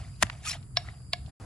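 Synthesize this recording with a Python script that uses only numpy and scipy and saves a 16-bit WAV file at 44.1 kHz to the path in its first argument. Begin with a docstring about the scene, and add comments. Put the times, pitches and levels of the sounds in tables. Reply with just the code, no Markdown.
"""Shredded salad is pounded in a clay mortar, close by, outdoors, over a low rumble and a faint hiss.
At 0.23 s a wooden pestle lands once: the wet shreds burst and the mortar thuds. Near 0.5 s a spoon
scrapes down the wall, squeaking by stick-slip friction. At 0.77 s and 1.13 s it knocks the clay into
damped vibration, and in between it turns the rustling shreds over. At 1.31 s everything falls silent;
at 1.4 s the background returns with a broader wash."""
import sys
import numpy as np
from scipy import signal
from scipy.fft import rfft, irfft, next_fast_len
from scipy.io import wavfile
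from scipy.ndimage import uniform_filter1d

SR = 44100
rng = np.random.default_rng(int(sys.argv[2]) if len(sys.argv) > 2 else 0)


def pcm_store(signal):
    """Save signal as 16-bit PCM."""
    levels = np.round(np.clip(np.atleast_2d(signal), -1, 1) * 32767)
    wavfile.write(sys.argv[1], SR, levels.astype(np.int16).T)


N = 63945
T = np.arange(N) / SR
TOP_HZ = 15900

# Levels are relative within each table.
# the pestle's contacts through salad onto clay: (time [s], level [dB], low edge [Hz])
PESTLE_CONTACTS = [(0.2265, 0, 298), (0.228, -0.5, 5430), (0.2318, 2, 1370)]
# spectrum of one wooden contact: (frequency [Hz], level [dB])
WOOD_SPECTRUM = [(100, -21), (430, -30.5), (520, -9.5), (620, 4.5), (1100, 2.5), (1500, -2), (1900, 2.5),
                 (2400, -7.5), (4000, -14.5), (8000, -11.5), (16000, -48.5)]
# shreds bursting under a blow: (frequency [Hz], level [dB])
CRUNCH_SPECTRUM = [(200, -29), (450, -19), (700, -6), (3000, -4), (6000, -9.5), (8500, -3), (11200, -10),
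                   (12200, -34.5), (15000, -25), (16000, -55)]
# low modes of the mortar: (frequency [Hz], level [dB], t60 [s])
THUD_MODES = [(90, -31, 0.11), (217.6, -24, 0.031), (281.6, -29.5, 0.026)]
# spoon on clay, duller when softer: (time [s], level [dB], upper edge [Hz], crack level [dB])
SPOON_KNOCKS = [(0.7702, 0, 6500, -10.5), (1.1329, -3.5, 5000, 2.5)]
# modes of spoon and mortar: (frequency [Hz], level [dB], t60 [s])
CLAY_MODES = [(675, -29.5, 0.036), (705, -26.5, 0.074), (1066, -23.5, 0.017), (1380, -38.5, .016),
              (1694, -28, .045), (2172, -23.5, 0.026), (2241, -28, 0.041), (2827, -21, 0.016),
              (3457, -20.5, 0.018), (3867, -13.5, 0.01), (4418, -17.5, 0.017), (4750, -21, 0.015),
              (5330, -39, 0.023), (5470, -20.5, 0.032)]
# the spoon pushing through shreds before a knock: (frequency [Hz], level [dB])
SLIDE_SPECTRUM = [(200, -16), (700, -6), (2500, -4.5), (4600, 1), (5800, -18), (11000, -22), (12500, -40)]
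# the spoon's first touch: (frequency [Hz], level [dB])
TOUCH_SPECTRUM = [(100, -28.5), (500, -32), (1500, -12.5), (3000, -4), (4200, 12.5), (5400, -3),
                  (6100, -34), (11000, -21.5), (12300, -46.5), (16000, -54)]
# the spoon's stroke along the wall: (time [s], level [dB])
SCRAPE_ENVELOPE = [(.42, -64.5), (.448, -44.5), (.463, -32), (.488, -34), (.502, -32), (.515, -30),
                   (.524, -41), (.545, -42.5), (.575, -86.5), (.61, -98)]
# friction on the wall: (frequency [Hz], level [dB])
SCRAPE_SPECTRUM = [(400, -42), (750, -11.5), (1050, -8), (1270, 0), (1750, -2), (2600, 3.5), (3300, -2.5),
                   (5400, -3), (7400, -0.5), (10200, -3), (11300, -13), (12400, -39.5), (14400, -21.5),
                   (15500, -49)]
# the spoon sticking on wet clay: (time [s], level [dB], pitch [Hz], length [s])
WALL_SQUEAKS = [(0.462, -37.5, 2480, .032), (.463, -35, 1271, 0.018), (0.484, -29, 5550, 0.012),
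                (0.496, -28.5, 4950, 0.009), (0.505, -32, 4060, 0.015), (0.51, -30.5, 5450, 0.016)]
# stirring of the shreds: (time [s], level [dB])
STIR_ENVELOPE = [(0, -51), (.08, -57.5), (.13, -73.5), (.21, -71.5), (.28, -61), (.33, -50.5), (.38, -61),
                 (.44, -58), (.52, -54.5), (.54, -41), (.562, -46.5), (.59, -64.5), (.75, -84), (.79, -50),
                 (.83, -61), (.88, -51), (.95, -61), (1.1, -81.5), (1.28, -61.5)]
# shreds rustling in the bowl: (frequency [Hz], level [dB])
RUSTLE_SPECTRUM = [(100, -29.5), (480, -16.5), (690, 11.5), (900, -1.5), (1400, 1), (2100, -2),
                   (3000, -3.5), (5000, -8.5), (8000, -18.5), (11000, -18), (12500, -48.5)]
# small clicks: wet shreds, and at 0.2985 s the pestle's light rebound: (time [s], level [dB], centre [Hz],
# half-width [octaves], t60 [s])
SHORT_CLICKS = [(0.2677, -36.5, 1400, 1.4, 0.011), (0.2985, -26.5, 1770, 1.1, 0.017),
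                (0.532, -34, 2040, 0.42, 0.046), (0.627, -54, 3540, 1.2, 0.038),
                (0.8866, -38.5, 2050, 0.16, 0.019), (1.261, -52, 4010, 0.56, 0.054),
                (1.279, -51.5, 666, 0.28, 0.038)]
# a breaking shred: (frequency [Hz], level [dB])
SNAP_SPECTRUM = [(200, -32.5), (450, -16.5), (700, 2.5), (5200, 0.5), (6200, -9.5), (11000, -10.5),
                 (12200, -33)]
# lead of the left channel over the right: (frequency [Hz], phase [rad])
LEFT_LEAD = [(20, 0), (600, 0), (2000, 0.78), (4500, 1.0), (7000, 1), (15000, 0.87)]
# decay of the surroundings: (frequency [Hz], t60 [s])
TAIL_DECAY = [(100, .15), (700, 0.44), (2500, 0.29), (5000, 0.25), (11000, 0.15)]
# distant rumble: (frequency [Hz], level [dB])
RUMBLE_SPECTRUM = [(13, -52.5), (22, -25), (35, -16.5), (51, -4.5), (112, 0), (137, -2), (162, -11),
                   (177, -13), (211, -20), (258, -22.5), (368, -31), (450, -34), (580, -60), (990, -120)]
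# its rise and fall: (time [s], level [dB])
RUMBLE_ENVELOPE = [(0.0, -40.5), (0.212, -42.5), (0.236, -34.5), (0.312, -42.5), (0.886, -40.5),
                   (0.94, -45.5), (1.29, -39.5)]
# steady hiss: (frequency [Hz], level [dB])
HISS_SPECTRUM = [(210, -11.5), (350, -3), (850, -10), (1250, -7), (2400, -20.5), (3600, -26), (4800, -22),
                 (6000, -28.5), (7400, -5), (9600, -4.5), (11200, -15), (12200, -45), (13600, -33.5),
                 (15500, -46)]
# a thin band of hiss, perhaps far insects: (frequency [Hz], level [dB])
SHRILL_SPECTRUM = [(3800, -44.5), (4550, -10.5), (4850, 3), (5100, -11.5), (5500, -47.5)]
# its rise and fall: (time [s], level [dB])
SHRILL_ENVELOPE = [(0, -67), (.17, -63.5), (.68, -76), (1.0, -64.5), (1.28, -69)]
# wash after the pause: (frequency [Hz], level [dB])
WASH_SPECTRUM = [(60, -9.5), (300, 2), (1200, -1.5), (3000, -20.5), (10000, -20), (13000, -50.5)]
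# microphone response: (frequency [Hz], gain [dB])
MIC_RESPONSE = [(20, -1.5), (7800, -0.5), (8250, -20.5), (8750, -15), (9300, -0.5), (16000, -6.5)]

FADE_S, SILENCE_S, RETURN_S = 1.295, 1.310, 1.400


def pestle():
    """Damped impact: a push through the salad, three dead contacts in a wet crunch, then a thud."""
    wood = sum(amp(15.5 + db) * contact(start, WOOD_SPECTRUM, low_hz)
               for start, db, low_hz in PESTLE_CONTACTS)
    push = amp(-28.5) * approach(PESTLE_CONTACTS[0][0], length=0.047)
    burst = amp(-15) * fall(0.225, t60=0.016, rise=0.00047, hold=0.0032)
    crunch = (push + burst) * noise(CRUNCH_SPECTRUM, apart=0.7)
    thud = ring(0.2322, THUD_MODES, rise=0.003, scatter_db=0.5)
    return wood * amp([[1.2], [-1.2]]) + crunch + thud


def knocks():
    """Impulse excitation: the spoon slides in, touches, rebounds and rings the mortar's modes."""
    out = np.zeros((2, N))
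    for start, db, edge_hz, crack_db in SPOON_KNOCKS:
        slide = amp(-29.5) * approach(start, length=0.023) * noise(SLIDE_SPECTRUM, apart=0.89)
        touch = amp(3.5) * contact(start, TOUCH_SPECTRUM)
        rebound = amp(-24) * contact(start + 0.0022, TOUCH_SPECTRUM)
        crack_envelope = amp(crack_db - 25) * fall(start, t60=0.014, rise=0.00042)
        crack = crack_envelope * noise(CRUNCH_SPECTRUM, apart=0.19)
        clay = ring(start, CLAY_MODES, rise=0.00076, edge_hz=edge_hz, scatter_db=2)
        out += amp(db) * (slide + touch + rebound + crack + clay)
    return out * amp([[-0.6], [0.6]])


def radiated(x, cutoff_hz=565):
    """Radiation efficiency: the small bowl gives off little bass, so it acts as a high-pass."""
    return signal.sosfilt(signal.butter(4, cutoff_hz, "high", fs=SR, output="sos"), x)


def scrape():
    """Sliding friction: the spoon catches unevenly on the wall and gives a bright rasp."""
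    friction = patches(grains(SCRAPE_SPECTRUM, rate=6000, spread_db=0, bed=0.9, apart=0.44))
    catches = amp(2.5 * waver(0.002))
    return level(SCRAPE_ENVELOPE) * unit(catches * friction)


def squeaks():
    """Stick-slip oscillation: short tones swell, waver in pitch and let go."""
    out = np.zeros(N)
    for start, db, hz, length in WALL_SQUEAKS:
        pitch = hz * (1 + 0.026 * waver(0.00091))
        swell = np.sin(np.pi * np.clip((T - start) / length, 0, 1))
        out += amp(db) * swell * np.sin(2 * np.pi * np.cumsum(pitch) / SR)
    return out


def rustle():
    """Cavity resonance: stirred shreds rub together and sound the hollow of the bowl."""
    rubbing = grains(RUSTLE_SPECTRUM, rate=1500, spread_db=2.5, bed=1, apart=0.12)
    return level(STIR_ENVELOPE) * patches(rubbing)


def clicks():
    """Sudden release of stress: wet shreds snap and come unstuck, and the pestle rebounds once, in bursts of
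    band-limited noise."""
    out = np.zeros((2, N))
    for start, db, centre_hz, octaves, t60 in SHORT_CLICKS:
        def band(hz):
            return amp(along(SNAP_SPECTRUM, hz)) / (1 + (np.log2((hz + 1) / centre_hz) / octaves) ** 2)
        snap = unit(filtered(pair(rng.standard_normal((2, N)), apart=0.76), band))
        out += amp(db) * fall(start, t60, rise=0.0006) * snap
    return out


def contact(start, spectrum, low_hz=1, size=4096):
    """Minimum phase: one causal click with the given spectrum, thinned below low_hz."""
    hz = np.fft.rfftfreq(size, 1 / SR)
    thinning = np.maximum(1 / np.sqrt(1 + (low_hz / (hz + 1)) ** 8), 0.03)
    cepstrum = irfft(np.log(amp(along(spectrum, hz)) * thinning))
    cepstrum[1:size // 2] *= 2  # folded onto positive time
    cepstrum[size // 2 + 1:] = 0
    click = irfft(np.exp(rfft(cepstrum)))
    return np.interp(np.arange(N) - round(start * SR), np.arange(size), click, left=0, right=0)


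def ring(start, modes, rise, scatter_db, edge_hz=TOP_HZ):
    """Modal superposition: damped sines up to edge_hz, each at an unequal level in the two ears."""
    out = np.zeros((2, N))
    for hz, db, t60 in modes:
        gain = amp(db + scatter_db * rng.standard_normal((2, 1))) / np.sqrt(1 + (hz / edge_hz) ** 40)
        out += gain * np.sin(2 * np.pi * hz * (T - start)) * fall(start, t60, rise)
    return out


def grains(spectrum, rate, spread_db, bed, apart):
    """Shot noise: tiny slips of uneven size, rate a second, on a bed of friction noise."""
    slips = (rng.random(N) < rate / SR) * amp(spread_db * np.clip(rng.standard_normal(N), -2, 2))
    drive = unit(slips * rng.standard_normal((2, N))) + bed * rng.standard_normal((2, N))
    return coloured(pair(drive, apart), spectrum)


def patches(x, depth_db=4):
    """Spectral modulation: resonances come and go as the shreds shift."""
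    spectra = signal.stft(x, nperseg=256)[2]
    field = uniform_filter1d(rng.standard_normal(spectra.shape[1:]), size=3, axis=0)
    field = uniform_filter1d(field, size=5, axis=1)
    return unit(signal.istft(spectra * amp(depth_db * unit(field)), nperseg=256)[1][:, :N])


def placed(x):
    """Interaural level and phase cues put the mortar slightly to the left."""
    side = np.array([[1], [-1]])
    return filtered(x, lambda hz: amp(0.4 * side) * np.exp(0.5j * along(LEFT_LEAD, hz) * side))


def surroundings(x):
    """Diffuse reflection: convolution with a tail in which each frequency dies at its own speed."""
    hz, t, spectra = signal.stft(rng.standard_normal((2, SR // 2)), SR, nperseg=256)
    decay = amp(-60 * t / along(TAIL_DECAY, hz)[:, None])
    tail = pair(signal.istft(spectra * decay, SR, nperseg=256)[1], apart=0.61)
    return signal.fftconvolve(x, tail / np.linalg.norm(tail[0]), axes=1)[:, :N]


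def background():
    """Incoherent sources add: distant rumble, hiss, a shrill band and, after the pause, a wash."""
    rumble = level(RUMBLE_ENVELOPE) * noise(RUMBLE_SPECTRUM, apart=0.18)
    hiss = amp(-59) * noise(HISS_SPECTRUM, apart=1)
    shrill = level(SHRILL_ENVELOPE) * noise(SHRILL_SPECTRUM, apart=1)
    wash = amp(-50.5) * (T > RETURN_S) * noise(WASH_SPECTRUM, apart=0.43)
    return rumble + hiss + shrill + wash


def amp(db):
    """Decibels to amplitude ratio."""
    return 10 ** (np.asarray(db) / 20)


def unit(x):
    """Normalisation to rms 1."""
    return x / np.sqrt(np.mean(x ** 2) + 1e-20)


def along(points, hz):
    """Interpolation of (frequency [Hz], value) on a logarithmic axis."""
    frequencies, values = np.transpose(points)
    return np.interp(np.log(hz + 1), np.log(frequencies + 1), values)


def level(rows):
    """Amplitude envelope from (time [s], level [dB])."""
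    return amp(np.interp(T, *np.transpose(rows)))


def fall(start, t60, rise, hold=0):
    """Exponential decay after a linear attack and a hold, all in seconds."""
    return np.clip((T - start) / rise, 0, 1) * 1e-3 ** (np.maximum(T - start - rise - hold, 0) / t60)


def approach(contact_s, length):
    """Exponential growth, 60 dB in length seconds, that ends at the contact."""
    return 1e-3 ** (np.abs(contact_s - T) / length) * (T < contact_s)


def waver(seconds):
    """Random fluctuation of rms 1 with the given correlation time."""
    return unit(uniform_filter1d(rng.standard_normal(N), int(seconds * SR)))


def filtered(x, response):
    """Linear filtering: the spectrum of x times a frequency response."""
    size = next_fast_len(N + 8192)
    return irfft(rfft(x, size) * response(np.fft.rfftfreq(size, 1 / SR)), size)[..., :N]


def pair(x, apart):
    """Mid-side stereo from two unrelated signals; apart is side over mid."""
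    return np.array([x[0] + apart * x[1], x[0] - apart * x[1]])


def coloured(x, spectrum):
    """Spectral shaping by (frequency [Hz], level [dB]), at rms 1."""
    return unit(filtered(x, lambda hz: amp(along(spectrum, hz))))


def noise(spectrum, apart):
    """Filtered Gaussian noise in stereo, at rms 1."""
    return coloured(pair(rng.standard_normal((2, N)), apart), spectrum)


def scene():
    """Superposition of the direct sound, its faint reflections and the background."""
    blow = placed(pestle())
    mixing = placed(radiated(knocks()) + clicks() + scrape() + rustle() + squeaks())
    tail = surroundings(amp(-4.5) * blow + mixing)  # buried in salad, the pestle sends out less
    return blow + mixing + amp(-20.5) * tail + background()


def record(dry):
    """Gating and filtering: a brief silence, then the microphone's colour and band limit."""
    gate = np.where(T < RETURN_S, np.interp(T, [FADE_S, SILENCE_S], [1, 0]), 1)
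    return filtered(dry * gate, lambda hz: amp(along(MIC_RESPONSE, hz)) * (hz < TOP_HZ))


dry = scene()
out = record(dry)
pcm_store(out)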